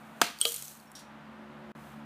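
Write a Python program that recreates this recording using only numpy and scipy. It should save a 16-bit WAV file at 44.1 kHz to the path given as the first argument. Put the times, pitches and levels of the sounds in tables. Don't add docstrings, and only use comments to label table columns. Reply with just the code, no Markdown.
import sys
import numpy as np
from scipy import signal
from scipy.fft import rfft, irfft
from scipy.io import wavfile
from scipy.ndimage import uniform_filter1d

SR = 44100
rng = np.random.default_rng(int(sys.argv[2]) if len(sys.argv) > 2 else 0)


def unload_audio(sound):
    columns = np.transpose(np.atleast_2d(sound))
    steps = np.round(np.clip(columns, -1, 1) * 32767)
    wavfile.write(sys.argv[1], SR, steps.astype(np.int16))


N = 90404
T = np.arange(N) / SR
LOG_FREQS = np.log(np.maximum(np.fft.rfftfreq(N, 1 / SR), 1))


def undb(db):
    return 10 ** (np.asarray(db) / 20)


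def unit(x):
    return x / np.sqrt(np.mean(x ** 2))


def curve(rows):
    return undb(np.interp(T, *np.array(rows).T))


def colour(x, points):
    hz, db = np.array(points).T
    gain = undb(np.interp(LOG_FREQS, np.log(hz), db))
    return unit(irfft(rfft(x) * gain, N))


def noise(points):
    return colour(rng.standard_normal(N), points)


def decay(start, t60):
    return (T >= start) * np.exp(-np.log(1000) * np.maximum(T - start, 0) / t60)


def ring(start, modes, contact_s=.0005):
    push = np.clip((T - start) / contact_s, 0, 1)
    return push * sum(undb(db) * decay(start, t60) * np.cos(2 * np.pi * hz * (T - start))
                      for hz, db, t60 in modes)


def drift(rate_hz):
    hold = int(SR / rate_hz)
    steps = np.repeat(rng.standard_normal(N // hold + 1), hold)
    return unit(uniform_filter1d(uniform_filter1d(steps, hold), hold)[:N])


def grains(per_s, points, kinds=8, spread_db=2, t60=0.01):
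    patter = 0
    for _ in range(kinds):
        sign = rng.choice([-1, 1], N)
        size = undb(spread_db * np.minimum(rng.exponential(size=N), 5))
        hits = rng.random(N) < per_s / kinds / SR
        response = rng.standard_normal(N) * decay(0, t60)
        patter = patter + signal.fftconvolve(hits * sign * size, response)[:N]
    return colour(patter, points)


# start in seconds, level in dB, t60 in seconds.
CRACKS = [(0.215, -15, 0.013), (0.2163, -9, 0.0089), (0.2177, -15.5, 0.025)]
# frequency in Hz, relative level in dB.
CRACK_SPECTRUM = [(40, -45.5), (110, -28), (250, -8), (550, -8), (1000, -1.5), (1700, 1), (2500, -6.5),
                  (4000, -7), (7000, -8), (10500, -11.5), (15000, -18.5)]
# start in seconds, level in dB.
BLOWS = [(.2161, -14), (.2185, -23)]
# frequency in Hz, relative level in dB, t60 in seconds.
STUMP_MODES = [(168, -13.5, .07), (216, -9.5, .08), (697, -6, 0.077), (1017, -1, .03), (1356, 2.5, .018),
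               (1681, -0.5, 0.019), (2123, -24.5, .14), (2770, -21.5, 0.23), (3285, -11.5, 0.025),
               (3820, -14.5, 0.034), (4870, -6, 0.013), (7300, -14.5, 0.018)]

def smash(snap_s=.2163, snap_hz=1500, snap_db=-7.5):
    u = 2 * np.pi * snap_hz * (T - snap_s)
    snap = undb(snap_db) * u * np.exp((1 - u ** 2) / 2)
    cracks = sum(undb(db) * noise(CRACK_SPECTRUM) * decay(start, t60) for start, db, t60 in CRACKS)
    thud = sum(undb(db) * ring(start, STUMP_MODES) for start, db in BLOWS)
    return snap + cracks + thud


# frequency in Hz, relative level in dB, t60 in seconds.
SHARD_MODES = [(1350, -13, .05), (3027, -4, .1), (3101, -2, .07), (3206, -4, .03), (3260, 0, .15),
               (3635, -7, .03), (4037, -6, .03), (4364, -4, .03), (4497, -8, .035), (5733, -17, .1)]
# start in seconds, level in dB.
LANDINGS = [(0.4138, -27.5), (0.4517, -25.5)]
# frequency in Hz, relative level in dB, t60 in seconds.
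BOARD_MODES = [(300, -15.5, .06), (468.8, 1.5, .15), (539.7, 2, 0.047), (622.7, -1.5, 0.079),
               (1217, -3, 0.11), (1282, -6.5, 0.05), (1567, -10, 0.073), (2297, -4.5, .025)]
# start in seconds, ring level in dB, crack level in dB.
KNOCKS = [(.4135, -53, -28.5), (0.4535, -34, -13.5)]
# frequency in Hz, relative level in dB.
KNOCK_SPECTRUM = [(60, -50.5), (300, -13), (1500, -16), (4000, 8), (7000, -8), (10500, 1.5), (15000, -24.5)]

def big_shard():
    crack = noise(KNOCK_SPECTRUM)
    knocks = sum(undb(db) * ring(start, BOARD_MODES) + undb(crack_db) * crack * decay(start, t60=0.0073)
                 for start, db, crack_db in KNOCKS)
    clinks = sum(undb(db) * ring(start, SHARD_MODES) for start, db in LANDINGS)
    return knocks + clinks


# start in seconds, ring level in dB, frequency in Hz, t60 in seconds,
# tick level in dB.
CHIPS = [(0.3876, -35, 4570, 0.0094, -40.5), (.4133, -10, 8570, 0.023, -23.5),
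         (.4845, -24, 8000, 0.0055, -35), (0.4892, -27, 6100, .008, -30), (0.5207, -24, 7200, 0.0071, -28),
         (.5423, -29, 11700, .007, -28), (0.5623, -19, 9000, 0.0052, -30),
         (.6238, -30.5, 9400, 0.0054, -30.5), (0.6425, -36, 7660, .008, -40),
         (0.6528, -35, 6270, 0.0092, -42), (.6813, -30.5, 6160, 0.006, -47),
         (0.692, -56, 8900, 0.0063, -47), (0.7267, -50, 7900, .008, -48), (.8, -47, 4540, 0.012, -51),
         (0.871, -63, 5480, 0.17, -68), (0.9169, -44, 9800, 0.006, -46)]
# frequency in Hz, relative level in dB.
TICK_SPECTRUM = [(60, -52), (300, -22), (2000, -13.5), (4500, -11.5), (8500, 0), (12000, -3), (15000, -8.5)]

def chips():
    tick = noise(TICK_SPECTRUM)
    return sum(ring(start, [(hz, db, t60)]) + undb(tick_db) * tick * decay(start, t60=0.014)
               for start, db, hz, t60, tick_db in CHIPS)


# frequency in Hz, relative level in dB, t60 in seconds.
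FAR_SHARD_MODES = [(3203, -7, .1), (4107, -5, .1), (5380, 0, .14), (5545, 3, .19), (5720, 2, .26),
                   (8400, -7, .08), (9803, -9, .08)]
# start in seconds, level in dB.
FAR_BOUNCES = [(0.9519, -52.5), (.965, -69.5), (.989, -61)]

def far_shard():
    scrape = undb(5) * noise([(1500, -29), (3500, 6.5), (5500, 4), (9500, 0), (15000, -10.5)])
    return sum(undb(db) * (ring(start, FAR_SHARD_MODES) + scrape * decay(start, t60=0.2))
               for start, db in FAR_BOUNCES)


# frequency in Hz, relative level in dB.
SPRAY_SPECTRUM = [(50, -51), (200, -15), (600, -7), (1200, -1.5), (2500, 2), (4000, -0.5), (6500, -6),
                  (9000, -9), (15000, -14.5)]

def spray(start=.221, rise_s=0.0081, level_db=-31):
    swell = np.clip((T - start) / rise_s, 0, 1) * decay(start, t60=0.34)
    return undb(level_db) * swell * grains(6000, SPRAY_SPECTRUM)


# time in seconds, relative level in dB.
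SHOWER_LEVEL = [(.36, -70), (.398, -60), (.404, -42), (.45, -40), (.485, -36), (.6, -46), (.72, -53),
                (.8, -62), (.89, -70), (1.1, -88), (2.05, -120)]
# frequency in Hz, relative level in dB.
SHOWER_SPECTRUM = [(60, -55), (300, -22.5), (1500, -15), (2600, -11.5), (4200, -5), (5000, -5.5),
                   (8000, -0.5), (11000, -4), (15000, -4.5)]

def shower(gain_db=2):
    return undb(gain_db) * curve(SHOWER_LEVEL) * grains(2600, SHOWER_SPECTRUM)


# band frequency in Hz, level in dB, t60 in seconds.
YARD_BANDS = [(198, -11, 0.45), (600, -14.5, 0.26), (1492, -16.5, 0.54), (3500, -16.5, 0.55),
              (6470, -11, 0.25), (8500, -20, .3), (14000, -17.5, 0.21)]

def yard(x, build_s=0.02):
    hz, db, t60 = np.array(YARD_BANDS).T
    spectrum, tail = rfft(rng.standard_normal(N)), 0
    for share, gain, fall in zip(np.eye(len(hz)), undb(db), t60):
        band = irfft(spectrum * np.interp(LOG_FREQS, np.log(hz), share), N)
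        envelope = decay(0, fall) * np.minimum(T / build_s, 1) ** 2
        tail = tail + gain * band * envelope / np.linalg.norm(envelope)
    return x + signal.fftconvolve(x, tail)[:N]


# centre in seconds, Gaussian width in seconds, level in dB.
RUSTLES = [(0.1, 0.052, -84), (0.214, .018, -58.5), (1.866, 0.084, -63.5)]
# frequency in Hz, relative level in dB.
RUSTLE_SPECTRUM = [(100, -29), (1000, 2.5), (4000, -1.5), (10000, 1.5), (15000, 0)]

def rustles():
    swells = sum(undb(db) * np.exp(-.5 * ((T - centre) / width) ** 2) for centre, width, db in RUSTLES)
    return swells * grains(5000, RUSTLE_SPECTRUM)


# multiple of the firing rate, relative level in dB.
ENGINE_LOW = [(1, -11.5), (2, -1)]
ENGINE_MID = [(3, 0.5), (4, -12.5)]
ENGINE_HIGH = [(5, 1), (7, -3.5), (8, -6.5)]
# time in seconds, level in dB.
LOW_LEVEL = [(0, -57.5), (.3, -68), (.62, -58.5), (.85, -62.5), (1.2, -58), (1.7, -54), (2.05, -54.5)]
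MID_LEVEL = [(0, -53.5), (.22, -51.5), (.4, -69.5), (.7, -64.5), (1, -55), (1.35, -49.5), (1.8, -53),
             (2.05, -43.5)]
HIGH_LEVEL = [(0, -72.5), (.7, -76), (1.3, -68), (1.5, -56), (1.7, -53), (1.82, -66.5), (2.05, -64.5)]

def engine(firing_hz=72.88):
    phase = 2 * np.pi * np.cumsum(firing_hz * (1 + .003 * drift(9))) / SR
    drone = 0
    for harmonics, level in (ENGINE_LOW, LOW_LEVEL), (ENGINE_MID, MID_LEVEL), (ENGINE_HIGH, HIGH_LEVEL):
        for multiple, db in harmonics:
            amplitude = curve(level) * undb(db + 1.8 * drift(16))
            offset = 2 * np.pi * rng.random() + 0.72 * drift(25)
            drone = drone + amplitude * np.sin(multiple * phase + offset)
    return drone


# frequency in Hz, relative level in dB.
AMBIENT_SPECTRUM = [(25, -46.5), (50, -35), (75, -18.5), (110, -21.5), (150, -13.5), (190, -9), (270, -9),
                    (340, -15.5), (430, -20), (600, -12), (950, -12), (1500, -14.5), (2000, -20),
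                    (3500, -28.5), (5600, -40.5), (9000, -45), (15000, -50)]
# time in seconds, level in dB.
AMBIENT_LEVEL = [(0, -51.5), (.2, -51), (.35, -59.5), (.75, -57), (1.1, -52.5), (1.7, -51.5), (2.05, -51.5)]

def neighbourhood():
    return noise(AMBIENT_SPECTRUM) * curve(AMBIENT_LEVEL) * undb(0.3 * drift(8))


def scene(low_cut_hz=175):
    debris = big_shard() + chips() + far_shard() + spray() + shower()
    high_pass = signal.butter(3, low_cut_hz, "high", fs=SR, output="sos")
    impacts = signal.sosfilt(high_pass, smash() + debris)
    return (yard(impacts) + engine() + neighbourhood() + rustles())[None]


def record(dry, gap_s=(1.719, 1.751), gap_db=-27.5, top_hz=15200):
    gap = np.where((T > gap_s[0]) & (T < gap_s[1]), undb(gap_db), 1)
    low_pass = signal.ellip(10, .2, 80, top_hz, fs=SR, output="sos")
    return signal.sosfilt(low_pass, np.clip(dry * gap, -1, 1))


dry = scene()
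out = record(dry)
unload_audio(out)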